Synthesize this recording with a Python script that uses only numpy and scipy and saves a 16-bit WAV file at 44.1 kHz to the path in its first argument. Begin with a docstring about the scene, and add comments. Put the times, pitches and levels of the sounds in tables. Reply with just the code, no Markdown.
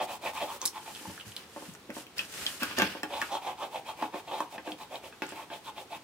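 """Crayons on a wooden table

Two wax crayons scribble on paper in a quiet bedroom, heard up close. The wax grinds on the paper
grain, chatters and hisses, and drives the table top. Hands slide sheets about, the paper crackles
and snaps, crayons and knuckles knock on the wood, and elbows bump it softly."""
import sys
import numpy as np
from scipy import signal
from scipy.fft import rfft, irfft, next_fast_len
from scipy.io import wavfile
from scipy.ndimage import uniform_filter1d

SR = 44100
rng = np.random.default_rng(int(sys.argv[2]) if len(sys.argv) > 2 else 0)


def put_to_file(sound):
    """Save the sound as 16-bit audio at rate SR, in the file named by the first command-line argument."""
    columns = np.atleast_2d(sound).T  # one column per channel
    safe = np.clip(columns, -1, 1)
    whole_steps = np.round(safe * 32767)
    wavfile.write(sys.argv[1], SR, whole_steps.astype(np.int16))


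N = 266143

# EQ curves for room tone, paper rustle, hand drag and wax hiss.
# Each row: frequency in Hz, relative level in dB.
ROOM_TONE_EQ = [(15, -49), (25, -0.5), (164, 2.5), (445, 4), (631, -3.5), (804, 0.5), (1660, -5.5),
                (3340, -6), (6210, -12.5), (8350, -14.5), (15500, -21.5)]
RUSTLE_EQ = [(1470, -2), (2500, -17), (2660, -42), (3550, 12.5), (8530, 15.5), (15200, 6.5), (16000, -34)]
DRAG_EQ = [(500, -1), (900, -5), (1600, 3.5), (2100, -0.5), (2900, 3.5), (3900, -4.5), (5000, -3.5),
           (7000, -18)]
WAX_HISS_EQ = [(3000, -3), (4500, -1.5), (6000, -4), (8300, -3), (12000, -7.5), (15800, -7)]
# The bedroom's decay. Each row: frequency in Hz, time to fall 60 dB in seconds.
ROOM_DECAY = [(200, 0.17), (1000, 0.19), (4000, 0.12), (12000, 0.12)]
# Stereo image of the diffuse sound. Each row: frequency in Hz, left-right likeness from 0 to 1.
STEREO_LIKENESS = [(60, 0.75), (240, 0.97), (950, 0.7), (3770, 0.014), (15000, 0.3)]
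# Arms landing on the table. Each row: start in seconds, level in dB, pitch in Hz.
ELBOW_BUMPS = [(1.073, -44, 140), (1.262, -50.5, 110), (1.679, -48.5, 147), (1.889, -42, 346),
               (2.617, -41.5, 260), (2.781, -29, 288), (2.817, -39, 170), (4.718, -44, 283)]
# The table top's ring. Each row: frequency in Hz, relative level in dB, time to fall 60 dB in seconds.
TABLE_MODES = [(325, -1, .04), (415, 2, .045), (550, -1, .04), (720, -1, .04), (880, -1, .04),
               (1050, -3, .035), (1230, -4, .035), (1500, -2, .025), (1660, -2, .025), (2280, -4, .025),
               (2700, -4, .025), (3270, -7, .02)]
# Knocks on the wood. Each row: start in seconds, level of the deep ring and of the hard ring in dB.
WOOD_KNOCKS = [(1.012, -38, -56), (1.051, -38, -59), (1.098, -32, -45), (1.563, -27.5, -61),
               (1.623, -31.5, -59), (1.895, -46, -41), (1.967, -26.5, -38), (2.623, -51, -19),
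               (2.631, -35, -20), (2.711, -38, -25), (2.773, -39, -35), (2.783, -19, -16),
               (2.799, -19, -12), (2.82, -18, -11.5), (2.874, -36, -39), (2.951, -27.5, -31),
               (3.034, -23, -20.5), (3.215, -41, -31), (3.224, -40, -19), (4.024, -21, -27),
               (4.036, -26, -34), (4.143, -23.5, -53), (4.404, -25, -30), (4.58, -30.5, -32),
               (4.676, -25.5, -30), (5.126, -61, -36), (5.221, -21, -22.5), (5.322, -30.5, -41),
               (5.502, -36.5, -33)]
# Hands and sheets sliding. Each row: start and length in seconds, share of the length at which
# speed peaks, rustle level in dB, drag in dB above the rustle.
SHEET_SLIDES = [(0.623, 0.7, 0.61, -50.5, 0), (1.247, 0.14, 0.2, -52, -1.5),
                (1.341, 0.16, 0.27, -57.5, 7.5), (1.448, 0.35, 0.54, -53.5, 0),
                (1.914, 0.15, 0.42, -48, -0.5), (2.155, 0.13, 0.28, -47.5, 6), (2.221, 0.45, 0.5, -43, 1),
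                (2.594, 0.27, 0.1, -48, 9), (2.763, 0.29, 0.042, -50.5, 15), (3.003, 0.32, 0.84, -51.5, 6),
                (5.22, 0.2, 0.029, -65, 19.5)]
# Paper snaps, crayon taps and the sharp first contact of knocks on wood.
# Each row: start in seconds, body level in dB, body pitch in Hz, crack in dB above the body.
SNAPS_AND_TAPS = [(0.616, -20, 5900, -19), (0.655, -14, 5300, 7), (0.659, -18.5, 9100, 5),
                  (0.6769, -17, 5200, -7), (0.9502, -35.5, 3100, -10), (0.96, -33.5, 3130, -12),
                  (1.054, -35, 870, -16), (1.178, -34.5, 1420, -11), (1.199, -34, 3030, -16),
                  (1.2097, -32.5, 2920, -9), (1.32, -37.5, 2890, -7), (1.365, -25.5, 3370, 1),
                  (1.738, -45, 8500, 7), (1.7508, -40, 1500, 2), (1.903, -32, 1620, -4),
                  (1.942, -47, 1600, 6), (2.067, -38, 2820, -5), (2.182, -18.5, 4600, -2),
                  (2.192, -17.5, 2650, -19), (2.465, -15, 3370, -18), (2.6325, -27, 1380, 9),
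                  (2.786, -23, 1640, 10), (2.82, -15.5, 1970, -1), (2.874, -29, 1880, -10),
                  (3.032, -25.5, 1650, 1.5), (3.2163, -17.5, 1540, -4), (4.025, -22, 886, -12),
                  (4.405, -20, 890, -5.5), (4.582, -32.5, 1980, -19), (4.7194, -28, 3150, -16),
                  (4.957, -28, 3420, -16), (5.221, -24, 1910, -4.5), (5.266, -38, 7500, -2),
                  (5.291, -32, 8650, -5), (5.316, -39, 8000, -6)]
# The scribbling. Each row: start and length in seconds, share of the length at which pressure peaks,
# pressure in dB, board tone under the tip in Hz.
CRAYON_STROKES = [(0.0, 0.062, 0.02, -34, 753), (0.06, 0.12, 0.42, -44, 840),
                  (0.202, 0.12, 0.55, -37.5, 627), (0.316, 0.082, 0.73, -40.5, 815),
                  (0.38, 0.091, 0.53, -38.5, 620), (0.45, 0.14, 0.29, -43.5, 810),
                  (0.589, 0.11, 0.31, -48.5, 890), (0.717, 0.077, 0.79, -46, 800),
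                  (0.853, 0.092, 0.13, -48.5, 780), (3.085, 0.18, 0.29, -41.5, 685),
                  (3.281, 0.12, 0.48, -37.5, 810), (3.393, 0.15, 0.61, -40.5, 760),
                  (3.565, 0.12, 0.53, -38.5, 820), (3.689, 0.12, 0.64, -45, 770),
                  (3.837, 0.099, 0.55, -43, 770), (3.95, 0.14, 0.55, -46, 730),
                  (4.118, 0.1, 0.28, -41.5, 765), (4.245, 0.22, 0.45, -42.5, 794),
                  (4.489, 0.081, 0.81, -47.5, 765), (4.636, 0.11, 0.37, -48, 633),
                  (4.766, 0.088, 0.63, -48.5, 780), (4.893, 0.1, 0.41, -45.5, 640),
                  (5.013, 0.094, 0.34, -51.5, 616), (5.303, 0.15, 0.77, -46.5, 824),
                  (5.493, 0.1, 0.3, -47, 744), (5.627, 0.081, 0.81, -46, 940),
                  (5.749, 0.092, 0.35, -47.5, 674), (5.886, 0.1, 0.54, -47.5, 820)]
# Crayon and sheet resonating under friction. Each row: centre and width in Hz, relative gain in dB.
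CHATTER_BANDS = [(1610, 430, -38), (2240, 480, 10), (2485, 910, 12), (3353, 760, 11.5), (3660, 170, 8),
                 (5000, 4800, -10)]

USUAL_PRESSURE_DB, CHATTER_DB, HISS_DB = -43, -47, -52  # chatter and hiss at the usual pressure
BARE_PAPER_UNTIL_S, BARE_PAPER_DB = 0.6, 6.5  # wax hisses more while it covers bare paper
RATTLE_S, BURST_S, CRACK_S = 0.013, 0.0015, 0.00095  # decay time constants
LEFT_SEAT_S = (1.45, 3.05)  # the close sounds sit left in this span, otherwise slightly right


def gain_of(db):
    """Decibels to gain."""
    return 10 ** (np.asarray(db) / 20)


def unit_rms(x):
    """Scales to rms 1."""
    return x / np.sqrt(np.mean(x ** 2) + 1e-20)


def curve_at(points, hz):
    """Reads a curve on a log-frequency axis."""
    f, value = np.transpose(points)
    return np.interp(np.log(hz + 1), np.log(f + 1), value)


def add(mix, start_s, sound):
    """Mixes a sound in at its start time."""
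    part = mix[round(start_s * SR):][:len(sound)]
    part += sound[:len(part)]


def resonate(x, hz, width_hz):
    """A resonance that can glide: shifts hz down to zero, smooths, and shifts back."""
    carrier = np.exp(2j * np.pi * np.cumsum(hz * np.ones(len(x))) / SR)
    pole = np.exp(-np.pi * width_hz / SR)
    return 2 * (carrier * signal.lfilter([1 - pole], [1, -pole], x / carrier + 1e-18)).real


def equalise(x, curve):
    """Shapes x by an EQ curve, to rms 1."""
    size = next_fast_len(N)
    gain = gain_of(curve_at(curve, np.fft.rfftfreq(size, 1 / SR)))
    return unit_rms(irfft(rfft(x, size) * gain, size)[..., :N])


def grit(clump_db, clump_s, channels):
    """Friction noise: dense slips whose strength comes in clumps."""
    clumps = unit_rms(uniform_filter1d(rng.standard_normal(N), round(clump_s * SR)))
    return unit_rms(rng.standard_normal((channels, N)) * gain_of(clump_db * clumps))


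def hand_speed(start, length, peak):
    """A hand speeds up from rest, peaks part of the way along, and stops again."""
    peak_s = start + np.clip(peak, .05, .95) * length
    along = np.interp(np.arange(N) / SR, [start, peak_s, start + length], [0, .5, 1])
    return abs(np.sin(np.pi * along)) + 1e-9


def room_tone():
    """A faint, dark bed of bedroom air."""
    return gain_of(-54) * equalise(rng.standard_normal((2, N)), ROOM_TONE_EQ)


def reverb(x):
    """Sparse reflections, different at each microphone, each band dying at its own speed."""
    taps = np.zeros((2, SR // 2))
    arrivals = np.arange(40, SR // 2 - 20, 20) + rng.integers(0, 20, (2, (SR // 2 - 41) // 20))
    np.put_along_axis(taps, arrivals, rng.choice([-1., 1.], arrivals.shape), 1)
    hz, t, bands = signal.stft(taps, SR, nperseg=256)
    decay = gain_of(-60 * t / curve_at(ROOM_DECAY, hz)[:, None])
    tail = signal.istft(bands * decay, SR, nperseg=256)[1]
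    return signal.fftconvolve(x[None], tail / np.linalg.norm(tail[0]), axes=1)[:, :N]


def close_pair(stereo):
    """Long waves reach two close microphones alike, so the image narrows in the bass."""
    size = next_fast_len(N)
    likeness = curve_at(STEREO_LIKENESS, np.fft.rfftfreq(size, 1 / SR))
    left, right = rfft(stereo, size)
    mid = (left + right) * np.sqrt(1 + likeness) / 2
    side = (left - right) * np.sqrt(1 - likeness) / 2
    return irfft(np.array([mid + side, mid - side]), size)[:, :N]


def elbow_bumps():
    """Soft blows on the table: a rounded attack and a few uneven low cycles."""
    out, t = np.zeros(N), np.arange(6000) / SR
    envelope = t / 0.005 * np.exp(1 - t / 0.0063)
    for start, db, hz in ELBOW_BUMPS:
        noise = rng.standard_normal(len(t))
        thump = unit_rms(resonate(resonate(noise, hz, 0.73 * hz), hz, 0.73 * hz))
        add(out, start, gain_of(db) * thump * envelope)
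    return out


def slide_envelopes():
    """Rustle and drag swell with the speed of each slide."""
    rustle, drag = np.zeros((2, N))
    for start, length, peak, rustle_db, drag_db in SHEET_SLIDES:
        swell = gain_of(rustle_db) * hand_speed(start, length, peak) ** 1.55
        rustle += swell
        drag += gain_of(drag_db) * swell
    return rustle, drag


def sliding_sheets(rustle, drag):
    """Skin and paper rub over a wide area: a smooth bright rustle and a duller drag."""
    bright = equalise(grit(clump_db=1.1, clump_s=.004, channels=2), RUSTLE_EQ)
    dull = equalise(grit(clump_db=1.6, clump_s=.012, channels=2), DRAG_EQ)
    return rustle * bright + drag * dull


def paper_crackles(rustle, per_second=60):
    """Tiny creases let go at random while the sheets move; most are faint."""
    pops = gain_of(4 * np.minimum(rng.exponential(1, N), 3)) * (rng.random(N) < per_second / SR)
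    band = rng.integers(0, 8, N)
    ticks = sum(resonate(resonate(pops * (band == k), hz, 0.86 * hz), hz, 0.92 * hz)
                for k, hz in enumerate(np.geomspace(900, 6000, num=8)))
    return rustle * gain_of(-10) * unit_rms(ticks)


def snaps_and_taps():
    """Paper snaps, crayon taps and knock attacks: each a short pitched burst with a bright crack."""
    out, t = np.zeros(N), np.arange(1500) / SR
    treble = signal.butter(4, 4300, "highpass", fs=SR, output="sos")
    for start, db, hz, crack_db in SNAPS_AND_TAPS:
        kick = rng.standard_normal(len(t)) + 3 * (t == 0)
        body = resonate(resonate(kick * np.exp(-t / BURST_S), hz, .35 * hz), hz, .5 * hz)
        crack = signal.sosfilt(treble, resonate(kick * np.exp(-t / CRACK_S), 5200, 6000))
        burst = body / abs(body).max() + gain_of(crack_db) * crack / abs(crack).max()
        add(out, start, gain_of(db) * burst)
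    return out


def wood_knocks(split_hz=1150):
    """A first contact and a short rattle ring the deep and the hard modes of the table top."""
    out, t = np.zeros(N), np.arange(5000) / SR
    hz, db, t60 = np.transpose(TABLE_MODES)[:, :, None]
    deep = hz[:, 0] < split_hz
    for start, deep_db, hard_db in WOOD_KNOCKS:
        contacts = (t == 0) + 0.04 * rng.uniform(-1, 1, len(t)) ** 3 * np.exp(-t / RATTLE_S)
        # the spot struck rebalances the modes and the hand's load detunes them
        spot, load = rng.uniform(-1, 1, (2, len(hz), 1))
        tuned_hz = hz * (1 + .05 * load)
        modes = gain_of(db + 3.3 * spot - 60 * t / t60) * np.sin(2 * np.pi * tuned_hz * t)
        for level_db, group in (deep_db, deep), (hard_db, ~deep):
            ring = signal.fftconvolve(contacts, modes[group].sum(0))
            add(out, start, gain_of(level_db) * ring / abs(ring).max())
    # a small board radiates little below its first mode
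    return signal.sosfilt(signal.butter(3, 260, "highpass", fs=SR, output="sos"), out)


def stroke_envelopes():
    """The tip speeds up and stops at each turn; each layer follows the speed by its own power."""
    pressure, chatter, hiss = np.zeros((3, N))
    for start, length, peak, pressure_db, _ in CRAYON_STROKES:
        speed = hand_speed(start, length, peak)
        extra_db = pressure_db - USUAL_PRESSURE_DB
        pressure += gain_of(pressure_db) * speed ** 2
        chatter += gain_of(CHATTER_DB + 0.99 * extra_db) * speed ** 1.5
        # the hiss follows the plain sweep of the tip, wherever the pressure peaks
        sweep = hand_speed(start + 0.006, length, peak=0.57)
        bare_db = BARE_PAPER_DB * (start < BARE_PAPER_UNTIL_S)
        hiss += gain_of(HISS_DB + 0.11 * extra_db + bare_db) * sweep ** 0.81
    return pressure, chatter, hiss


def crayons():
    """Slips of wax ring the board and the crayon itself: a mono rub and a wide stereo hiss."""
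    pressure, chatter, hiss = stroke_envelopes()
    slips = grit(clump_db=2.5, clump_s=.006, channels=1 + len(CHATTER_BANDS))
    jitter = rng.standard_normal((2 * len(CHATTER_BANDS), N))
    grip = unit_rms(uniform_filter1d(uniform_filter1d(jitter, 2500), 2500))
    start, length, peak, _, stroke_hz = np.transpose(CRAYON_STROKES)
    tone_hz = np.interp(np.arange(N) / SR, start + peak * length, stroke_hz)
    tone_hz *= 1 + .08 * np.roll(grip[0], SR)  # the tone drifts as the tip travels
    tone = unit_rms(resonate(resonate(resonate(slips[0], tone_hz, 500), tone_hz, 620), tone_hz, 690))
    board = unit_rms(sum(gain_of(db) * resonate(slips[0], hz, 17 / t60)
                         for hz, db, t60 in TABLE_MODES[:6]))
    drum = unit_rms(resonate(resonate(slips[0], 367, 120), 600, 180))  # the whole top under the hand
    drum_db = -10 + 5.7 * np.roll(grip[1], SR)
    wood = gain_of(2.5) * tone + gain_of(-26) * board + gain_of(drum_db) * drum
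    stick = np.zeros(N)
    for k, (hz, width, db) in enumerate(CHATTER_BANDS):  # the grip bends each band's pitch and level
        held_hz = hz * (1 + 0.054 * grip[2 * k])
        ring = resonate(resonate(slips[k + 1], held_hz, width), held_hz, 2 * width)
        stick += gain_of(db + 3 * grip[2 * k + 1]) * ring
    grain = equalise(grit(clump_db=.8, clump_s=.004, channels=2), WAX_HISS_EQ)
    return pressure * wood + chatter * unit_rms(stick), hiss * grain


def scene():
    """Close rubs, hits and ticks in front of wide paper noise, reverb and room tone."""
    rub, hiss = crayons()
    rustle, drag = slide_envelopes()
    hits = wood_knocks() + elbow_bumps()
    ticks = snaps_and_taps() + paper_crackles(rustle)
    near = rub + hits + ticks
    wide = hiss + sliding_sheets(rustle, drag)
    t = np.arange(N) / SR
    left_seat = near * ((t > LEFT_SEAT_S[0]) & (t < LEFT_SEAT_S[1]))
    right_seat = near - left_seat
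    # each seat reaches the far microphone a few samples late
    left = left_seat + np.roll(right_seat, 2)
    right = gain_of(1) * (right_seat + np.roll(left_seat, 6))
    air = room_tone()
    reverb_send = rub + 1.28 * hits + 0.87 * ticks + 0.18 * wide[0]
    return np.array([left, right]) + close_pair(gain_of(-2) * reverb(reverb_send) + wide + air)


def record(dry, low_cut_hz=70, high_cut_hz=15850):
    """The microphones lose the deep bass, and a steep filter trims the very top."""
    thin = signal.sosfilt(signal.butter(3, low_cut_hz, "highpass", fs=SR, output="sos"), dry)
    lowpass = signal.firwin(511, high_cut_hz, window=("kaiser", 9), fs=SR)
    return signal.oaconvolve(thin, lowpass[None], "same")


dry = scene()
out = record(dry)
put_to_file(out)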